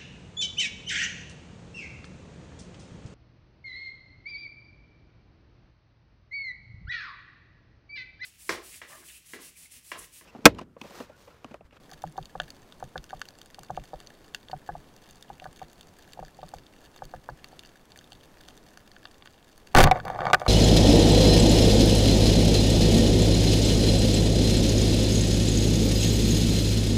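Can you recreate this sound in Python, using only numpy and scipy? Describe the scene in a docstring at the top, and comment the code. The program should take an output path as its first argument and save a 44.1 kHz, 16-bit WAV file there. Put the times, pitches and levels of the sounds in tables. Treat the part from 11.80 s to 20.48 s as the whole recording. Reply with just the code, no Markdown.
"""Under water over a seagrass bed, heard from inside a camera housing on a speargun.
From the start shrimps snap (collapsing bubbles) over a far sizzle and wash; until 6.3 s hollow knocks
(soft pushes with rebounds) come in groups of about three. At about 7.95 s the gun fires: blows, scraping shaft
and recoil overload the microphone; the line then clatters out by stick and slip and jerks taut at 8.53 s.
All but the wash and the recoil ring the resonances of the housing."""
import sys
import numpy as np
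from scipy import signal
from scipy.fft import rfft, irfft
from scipy.io import wavfile
from scipy.ndimage import uniform_filter1d

SR = 44100
rng = np.random.default_rng(int(sys.argv[2]) if len(sys.argv) > 2 else 0)


def waveform_to_disk(signal):
    """Save audio, clipped to [-1, 1], as 16-bit WAV at the path in sys.argv[1]."""
    frames = np.transpose(np.atleast_2d(signal))
    scaled = np.clip(frames, -1, 1) * 32767
    samples = np.round(scaled).astype(np.int16)
    wavfile.write(sys.argv[1], SR, samples)


N = 382788

# Event levels are peaks ahead of the microphone overload.
# blows of trigger, shaft, rubber and tightening line:
# (time [s], level [dB], overtones [dB], crack re blow [dB])
BLOWS = [(7.9438, -32, -10, -25), (7.949, 10, -6, -17), (7.9625, 7, -2, -19), (7.9705, 14, 3, -28),
         (7.984, 26, -12, -36), (8.003, 15, -1, -19), (8.015, 4, 3, -25), (8.0305, -9.5, 20, 4.5),
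         (8.039, 3.5, 2.5, 0.5), (8.073, -6.5, 1, -17), (8.1125, 4, -13, -24), (8.119, -11, -9, -37),
         (8.532, 10, 3, -27), (8.5445, 2.5, 7.5, -19)]
# low modes of the gun: (frequency [Hz], 60 dB decay [s], initial level [dB])
GUN_MODES = [(88.9, 0.32, -4), (133.8, 0.283, -5), (163.4, 0.2, -5)]
# spurts in which the line runs out: (start [s], length [s], level [dB])
LINE_SPURTS = [(8.117, 0.058, -29.5), (8.249, 0.068, -35.5), (8.342, 0.056, -41), (8.387, 0.032, -38.5),
               (8.434, 0.061, -31.5), (8.57, 0.22, -43)]
# slaps of the running line: (time [s], level [dB], crack re slap [dB])
LINE_SLAPS = [(8.157, -23, -33), (8.251, -26.5, -9.5), (8.28, -22, -11.5), (8.3, -18, -20.5),
              (8.347, -23.5, -34), (8.359, -22.5, -32), (8.389, -16.5, -35), (8.405, -17.5, -35),
              (8.417, -18.5, -45), (8.453, -15, -26), (8.467, -13, -36), (8.478, -17.5, -40),
              (8.5, -17, -40), (8.509, -15, -33), (8.616, -17, -35), (8.663, -13, -25)]
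# hollow knocks: (time [s], level [dB], overtones [dB], rebound share [1])
KNOCKS = [(0.12, -38, -1, 0.27), (0.239, -22, -6, 0.16), (0.358, -40.5, -8, .25), (0.38, -22.5, -5.5, 0.79),
          (0.553, -26.5, -8, .15), (0.6, -24, 4.5, .2), (1.005, -42, -3, .25), (1.026, -24, -7, 0.082),
          (1.157, -23, -1, 0.17), (1.33, -26.5, -7, 0.72), (1.785, -36.5, -2, 0.22),
          (1.897, -36.5, -1, .25), (1.903, -22, -12, .2), (1.975, -21, -7, 0.057), (2.133, -27, -10, 0.87),
          (2.698, -35.5, -9, 0.26), (2.731, -24, -5, 0.54), (2.89, -22.5, -4.5, 0.49),
          (2.952, -29.5, -11, 0.49), (3.501, -31, -7, .4), (3.62, -36.5, -13, 0.35),
          (3.656, -28.5, 0, 0.84), (3.816, -30, -9, 0.89), (4.374, -37, -14, 0.22),
          (4.391, -27.5, -9, 0.15), (4.427, -30, -10, 0.48), (4.589, -37.5, -32, 0.41),
          (4.63, -28.5, -13, .4), (4.737, -27.5, -6.5, 0.16), (5.221, -26, -12, 0.12),
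          (5.338, -26.5, -3, .6), (5.489, -22, -6.5, .35), (5.729, -40.5, -14, 0.21),
          (6.321, -43, -13, .35)]
# near shrimp snaps: (time [s], level [dB], body [dB], sizzle [dB])
SNAPS = [(0.1326, -38, -7, 2), (0.22, -37, -9, 0), (0.4269, -38.5, -35, -5), (0.4554, -35, -32, -4),
         (0.6, -16, .5, -22.5), (0.7035, -29, -14, 0), (0.923, -36, -9, -12), (1.04, -38, -6, 4),
         (1.1779, -25, -11.5, -16), (1.2406, -34.5, -9, -1), (1.298, -37, -3, -6), (1.3058, -31.5, 2, -7),
         (1.4154, -21.5, -6, -12.5), (1.4864, -31, -6.5, -8), (1.615, -34, -19, -3),
         (1.7448, -33.5, -19, -10), (1.7914, -36, -33, -3), (1.833, -36.5, -2, 3), (1.9677, -34, -4.5, -7),
         (2.202, -34, -5.5, -1), (2.2712, -31.5, -21, -8), (2.5464, -19.5, -10, -9),
         (2.6845, -34.5, -11, -18), (2.7148, -33, -6, -12), (3.309, -36, -10, 3), (3.425, -32.5, -35, -5),
         (3.5982, -34.5, -8, -42), (3.642, -35, -4.5, -2), (3.761, -40.5, -20, -2), (4.0094, -33.5, -6, 1),
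         (4.333, -32.5, -22, 1), (4.8655, -40, -25, -12), (5.1615, -36, -4, 1), (5.2523, -31.5, -8, 3),
         (5.643, -29.5, -10, -13), (5.7923, -29, -12, -6), (5.8492, -40, -16, -22), (6.119, -37.5, -19, -9),
         (6.189, -35.5, -14, -7), (6.32, -33.5, -11, -12), (6.33, -37, -30, -6), (6.685, -32.5, -10.5, -9),
         (6.9731, -31.5, -5, -3), (7.1642, -36.5, 0, -35), (7.2535, -30.5, -11, -32), (7.423, -37, -9, -45),
         (7.458, -36, 4, -7), (7.4733, -35, -3, -20), (7.7776, -39.5, -4, 7), (7.872, -36.5, -9, -5),
         (8.1998, -25.5, 8, -21), (8.5974, -31, -9, -7)]
# resonances of the housing: (frequency [Hz], width [Hz], level [dB])
HOUSING_MODES = [(150, 33.4, -1.5), (376.5, 28, -9), (523.2, 35, -3), (607.6, 41, -4), (746.7, 107, -1),
                 (900, 490, -17.5), (1176, 133, -7.5), (1489, 99, -5), (1689, 163, -8), (2276, 290, -17.5),
                 (2776, 140, -9.5), (3257, 660, -7.5), (3604, 97, -6.5), (4434, 264, -2.5), (6020, 350, -7),
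                 (6610, 84, -10), (7340, 130, -16.5), (8750, 125, -9), (10160, 410, -21.5),
                 (12300, 640, -22), (14600, 2100, -40)]
# spectrum of a blow's force: (frequency [Hz], level [dB])
BLOW_FORCE = [(50, -4), (150, -11), (320, -0.5), (500, -3.5), (750, 1.5), (1200, 4.5), (1700, 0.5),
              (2500, 4), (3100, -30), (8000, -54)]
# spectrum of a metallic crack's force: (frequency [Hz], level [dB])
CRACK_FORCE = [(800, -39), (2000, 12), (3000, 1.5), (7000, -4.5), (15000, 2)]
# spectrum of slap, slip and scrape forces: (frequency [Hz], level [dB])
SLAP_FORCE = [(50, -8), (200, 0.5), (450, 0.5), (750, 4.5), (1100, 5.5), (1600, -7), (2280, -1.5),
              (2550, -17), (5000, -26), (15000, -50)]
# spectrum of the water churned by the recoil: (frequency [Hz], level [dB])
CHURN_SPECTRUM = [(10, -0.5), (33, 1.5), (58, -1.5), (90, -1.5), (133, 2.5), (200, -5.5), (260, -10.5),
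                  (330, -11), (450, -15), (900, -41), (3000, -87)]
# spectrum of a knock's push: (frequency [Hz], level [dB])
KNOCK_FORCE = [(40, -11), (150, -8), (400, -6), (750, 4.5), (900, 3), (1700, -6), (2100, -48.5),
               (3000, -61)]
# spectrum of the low swell after a knock: (frequency [Hz], level [dB])
AFTER_SWELL_FORCE = [(15, 20), (30, 23.5), (55, 13.5), (100, -3.5), (160, -3.5), (260, -2), (380, -15),
                     (600, -44), (2000, -64)]
# spectrum of a near snap's force: (frequency [Hz], level [dB])
SNAP_FORCE = [(100, -45), (700, -4.5), (1700, 7.5), (3600, -3.5), (4700, -4.5), (16000, -4)]
# spectrum of far snaps' force: (frequency [Hz], level [dB])
FAR_SNAP_FORCE = [(100, -69), (700, 8), (1200, -8.5), (1700, 11), (4000, 3), (9000, 0.5), (16000, 8)]
# spectrum of the wash of the sea: (frequency [Hz], level [dB])
SEA_SPECTRUM = [(20, 2), (45, -3.5), (100, -5.5), (200, -5), (320, -6), (600, -10), (1100, -15),
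                (1800, -20.5), (2400, -23), (4500, -27), (8000, -32), (15500, -33.5)]

KICK_S = 7.956  # the rubber throws the shaft forward and the gun back
TOP_HZ = 15750  # upper limit of the recorder
SIZE = 8192  # samples in one event
AGE_S, TIME_S = np.arange(SIZE) / SR, np.arange(N) / SR
FREQ_HZ = np.arange(1, SIZE // 2 + 2) * SR / SIZE  # one bin up, so that log(0) is avoided


def shot(body, scatter_s=0.0024):
    """Hard blows: a pulse with scatter drives the housing, plus a metallic crack."""
    out = np.zeros(N)
    blow_response, crack_response = body * colour(BLOW_FORCE), body * colour(CRACK_FORCE)
    for time_s, peak_db, overtones_db, crack_db in BLOWS:
        firmness = colour([(850, 0), (1450, overtones_db)])
        blow = strike(blow_response * firmness, scatter=0.7, scatter_s=scatter_s)
        crack = strike(crack_response, scatter=1.24, scatter_s=scatter_s)
        add(out, time_s, peak(blow, peak_db))
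        add(out, time_s, peak(crack, peak_db + crack_db))
    return out


def shaft(body, scrape_db=-14.0, rattle_db=-21, run_s=0.13, rattle_delay_s=0.01, rattle_s=0.061,
          easing_db_per_s=55):
    """The shaft scrapes along the barrel, less as it leaves; its metal rattles while the rubber drives it."""
    contacts = grains(rate_hz=1600, spread_db=1.5)
    scrape = level(through(contacts, body * colour(SLAP_FORCE)), scrape_db)
    rattle = level(through(rng.standard_normal(N), body * colour(CRACK_FORCE)), rattle_db)
    easing = undb(-easing_db_per_s * np.maximum(TIME_S - KICK_S, 0))
    run = envelope(KICK_S, run_s, rise_s=0.002, fall_s=0.0081)
    drive = envelope(KICK_S + rattle_delay_s, rattle_s, rise_s=0.004, fall_s=0.0034)
    return scrape * easing * run + rattle * drive


def recoil(swing_hz=19.4, swing_db=-1, churn_db=-6.5, wake_db=-44):
    """The kick swings the gun, rings its low modes and churns the water, which stays stirred for a while."""
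    age_s = np.maximum(TIME_S - KICK_S, 0)
    kick = envelope(KICK_S, hold_s=0.054, rise_s=0.0022, fall_s=0.033)
    wake = envelope(KICK_S, hold_s=0.62, rise_s=0.019, fall_s=0.1)
    swing = undb(swing_db) * np.sin(2 * np.pi * swing_hz * age_s)
    thump = np.zeros(N)
    for hz, t60_s, start_db in GUN_MODES:
        thump += undb(start_db - 60 * age_s / t60_s) * np.sin(2 * np.pi * hz * age_s)
    churn = level(through(rng.standard_normal(N), colour(CHURN_SPECTRUM)), 0)
    stirring = undb(churn_db) * kick + undb(wake_db) * wake
    return thump + swing * kick + churn * stirring


def line(body, slip_rate_hz=900, slip_spread_db=4.0, treble_db=-5, rise_s=0.0061, fall_s=0.015):
    """The line sticks and slips in spurts as it runs out, and its loops slap the barrel."""
    slap_response, crack_response = body * colour(SLAP_FORCE), body * colour(CRACK_FORCE)
    slips = grains(slip_rate_hz, slip_spread_db) * undb(2.4 * walk(170))
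    slip_response = slap_response * colour([(2200, 0), (2700, treble_db)])
    pull = np.zeros(N)
    for start_s, length_s, spurt_db in LINE_SPURTS:
        pull += undb(spurt_db) * envelope(start_s, length_s, rise_s, fall_s)
    out = level(through(slips, slip_response), 0) * pull
    for time_s, peak_db, crack_db in LINE_SLAPS:
        add(out, time_s, peak(swell(slap_response, rise_s=0.0013), peak_db))
        add(out, time_s, peak(swell(crack_response, rise_s=0.0016), peak_db + crack_db))
    return out


def knocks(body, swell_db=-50, swell_share=0.62, rebound_s=0.00649):
    """Soft pushes with a rebound; firmer ones reach the overtones; a low after-swell grows more slowly."""
    out = np.zeros(N)
    push_response, low_response = body * colour(KNOCK_FORCE), body * colour(AFTER_SWELL_FORCE)
    faintest_db = min(row[1] for row in KNOCKS)
    for time_s, peak_db, overtones_db, rebound in KNOCKS:
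        firmness = colour([(850, 0.0042), (1400, overtones_db)])
        delay_s = rebound_s * (1 + 0.099 * rng.standard_normal())
        double = 1 + rebound * np.exp(-2j * np.pi * FREQ_HZ * delay_s)
        knock = strike(push_response * firmness * double, scatter=0.71, scatter_s=0.0024)
        add(out, time_s, peak(knock, peak_db))
        after_db = swell_db + swell_share * (peak_db - faintest_db)
        add(out, time_s, peak(swell(low_response, rise_s=0.02), after_db))
    return out


def snaps(body):
    """The nearest shrimps, each with its own colour."""
    out, response = np.zeros(N), body * colour(SNAP_FORCE)
    for time_s, peak_db, body_db, sizzle_db in SNAPS:
        add(out, time_s, peak(snap(response, body_db, sizzle_db), peak_db))
    return out


def snap(response, body_db, sizzle_db, smear_s=0.00082, tail_db=-17):
    """One collapsing shrimp bubble, smeared by short paths over the seabed."""
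    tinted = response * colour([(1800, body_db), (2900, 0.011), (3900, 0), (10000, sizzle_db)])
    direct = level(swell(tinted, rise_s=smear_s), 0)
    tail = level(strike(tinted, scatter=3.7, scatter_s=0.012), tail_db)
    return direct + tail


def colony(body, quiet_db=-52.5, spread_db=4.5, focus_db=9, nearest=0.028, count=560):
    """Shrimps further off snap at random, mostly faintly, each strongest in its own range of pitch."""
    out, response = np.zeros(N), body * colour(FAR_SNAP_FORCE)
    for when, distance, pitch in rng.random((count, 3)):
        hz = 1500 * 7 ** pitch
        focus = colour([(hz / 2, -focus_db), (hz, 0), (hz * 2, -focus_db)])
        peak_db = quiet_db - spread_db * np.log(distance + nearest)
        add(out, when * N / SR, peak(snap(response * focus, 0, 0), peak_db))
    return out


def seabed(body):
    """Countless far shrimps merge into a fine sizzle over the soft wash of the sea; both waver in level."""
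    sizzle = through(grains(rate_hz=1100, spread_db=7.0), body * colour(FAR_SNAP_FORCE))
    wash = through(rng.standard_normal(N), colour(SEA_SPECTRUM))
    wavering_sizzle = level(sizzle, -71.0) * undb(7.1 * walk(40))
    wavering_wash = level(wash, -56.0) * undb(1.0 * walk(5.4))
    return wavering_sizzle + wavering_wash


def housing():
    """Frequency response of the housing: the sum of its resonances."""
    f = np.maximum(FREQ_HZ - FREQ_HZ[0], 1)
    return sum(undb(db) / (1 + 1j * (f * f - hz * hz) / (f * width_hz))
               for hz, width_hz, db in HOUSING_MODES)


def strike(response, scatter, scatter_s):
    """One pulse and its quickly fading scatter, rung through a response."""
    force = rng.standard_normal(SIZE) * np.exp(-AGE_S / scatter_s)
    force *= scatter / np.linalg.norm(force)
    force[0] += 1
    return ring(rfft(force) * response)


def swell(response, rise_s):
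    """A noisy force that builds and dies away, rung through a response."""
    force = rng.standard_normal(SIZE) * (AGE_S / rise_s) ** 2 * np.exp(-2 * AGE_S / rise_s)
    return ring(rfft(force) * response)


def grains(rate_hz, spread_db):
    """Randomly timed pulses of uneven size and random sign."""
    hits = rng.random(N) < rate_hz / SR
    signs = rng.choice([-1, 1], N)
    return hits * signs * undb(spread_db * np.minimum(rng.exponential(size=N), 4))


def walk(rate_hz):
    """Random levels held 1 / rate_hz and slewed twice; spread near 1."""
    hold = int(SR / rate_hz)
    steps = np.repeat(rng.standard_normal(N // hold + 1), hold)
    return 0.95 * uniform_filter1d(uniform_filter1d(steps, hold), hold)[:N]


def envelope(start_s, hold_s, rise_s, fall_s):
    """Exponential attack up to the start, a hold, an exponential release."""
    before_s = np.maximum(start_s - TIME_S, 0)
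    after_s = np.maximum(TIME_S - start_s - hold_s, 0)
    return np.exp(-before_s / rise_s - after_s / fall_s)


def colour(points):
    """Causal (minimum-phase) frequency response through (frequency [Hz], level [dB]) points."""
    hz, db = np.transpose(points)
    cepstrum = irfft(np.log(undb(np.interp(np.log(FREQ_HZ), np.log(hz), db))))
    cepstrum[1:SIZE // 2] *= 2
    cepstrum[SIZE // 2 + 1:] = 0
    return np.exp(rfft(cepstrum))


def ring(spectrum):
    """The sound of a spectrum, faded to silence over its last quarter."""
    return irfft(spectrum) * np.minimum(1, 4 * (1 - AGE_S / AGE_S[-1]))


def through(x, response):
    """Filter a long signal."""
    return signal.fftconvolve(x, ring(response))[:N]


def add(out, time_s, sound):
    """Mix a sound in at a time."""
    start = int(time_s * SR)
    out[start:start + SIZE] += sound[:N - start]


def undb(db):
    """Decibels to gain."""
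    return 10 ** (np.asarray(db) / 20)


def peak(x, db):
    """Scale to a peak level."""
    return x * undb(db) / np.abs(x).max()


def level(x, db):
    """Scale to an rms level."""
    return x * undb(db) / x.std()


def scene():
    """Sum of all sources at the microphone, as one channel."""
    body = housing()
    gun = shot(body) + shaft(body) + recoil() + line(body)
    sea_life = knocks(body) + snaps(body) + colony(body)
    return (gun + sea_life + seabed(body))[None]


def overload(x, ceiling=0.32, knee=6):
    """Press a signal flat against a ceiling."""
    return x / (1 + np.abs(x / ceiling) ** knee) ** (1 / knee)


def record(dry, ripple_share=0.09, ripple_hz=1800):
    """The microphone overloads into flat tops with a little treble riding; the recorder softens and cuts the top."""
    highpass = signal.butter(2, ripple_hz, "high", fs=SR, output="sos")
    treble = signal.sosfiltfilt(highpass, dry)
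    riding = overload(dry - treble) + overload(treble)
    clipped = (1 - ripple_share) * overload(dry) + ripple_share * riding
    softened = through(clipped[0], colour([(3000, 0.22), (8000, 0.6), (16000, -3.5)]))
    top_cut = signal.ellip(10, 0.2, 80, TOP_HZ, fs=SR, output="sos")
    return signal.sosfilt(top_cut, softened)[None]


dry = scene()
out = record(dry)
waveform_to_disk(out)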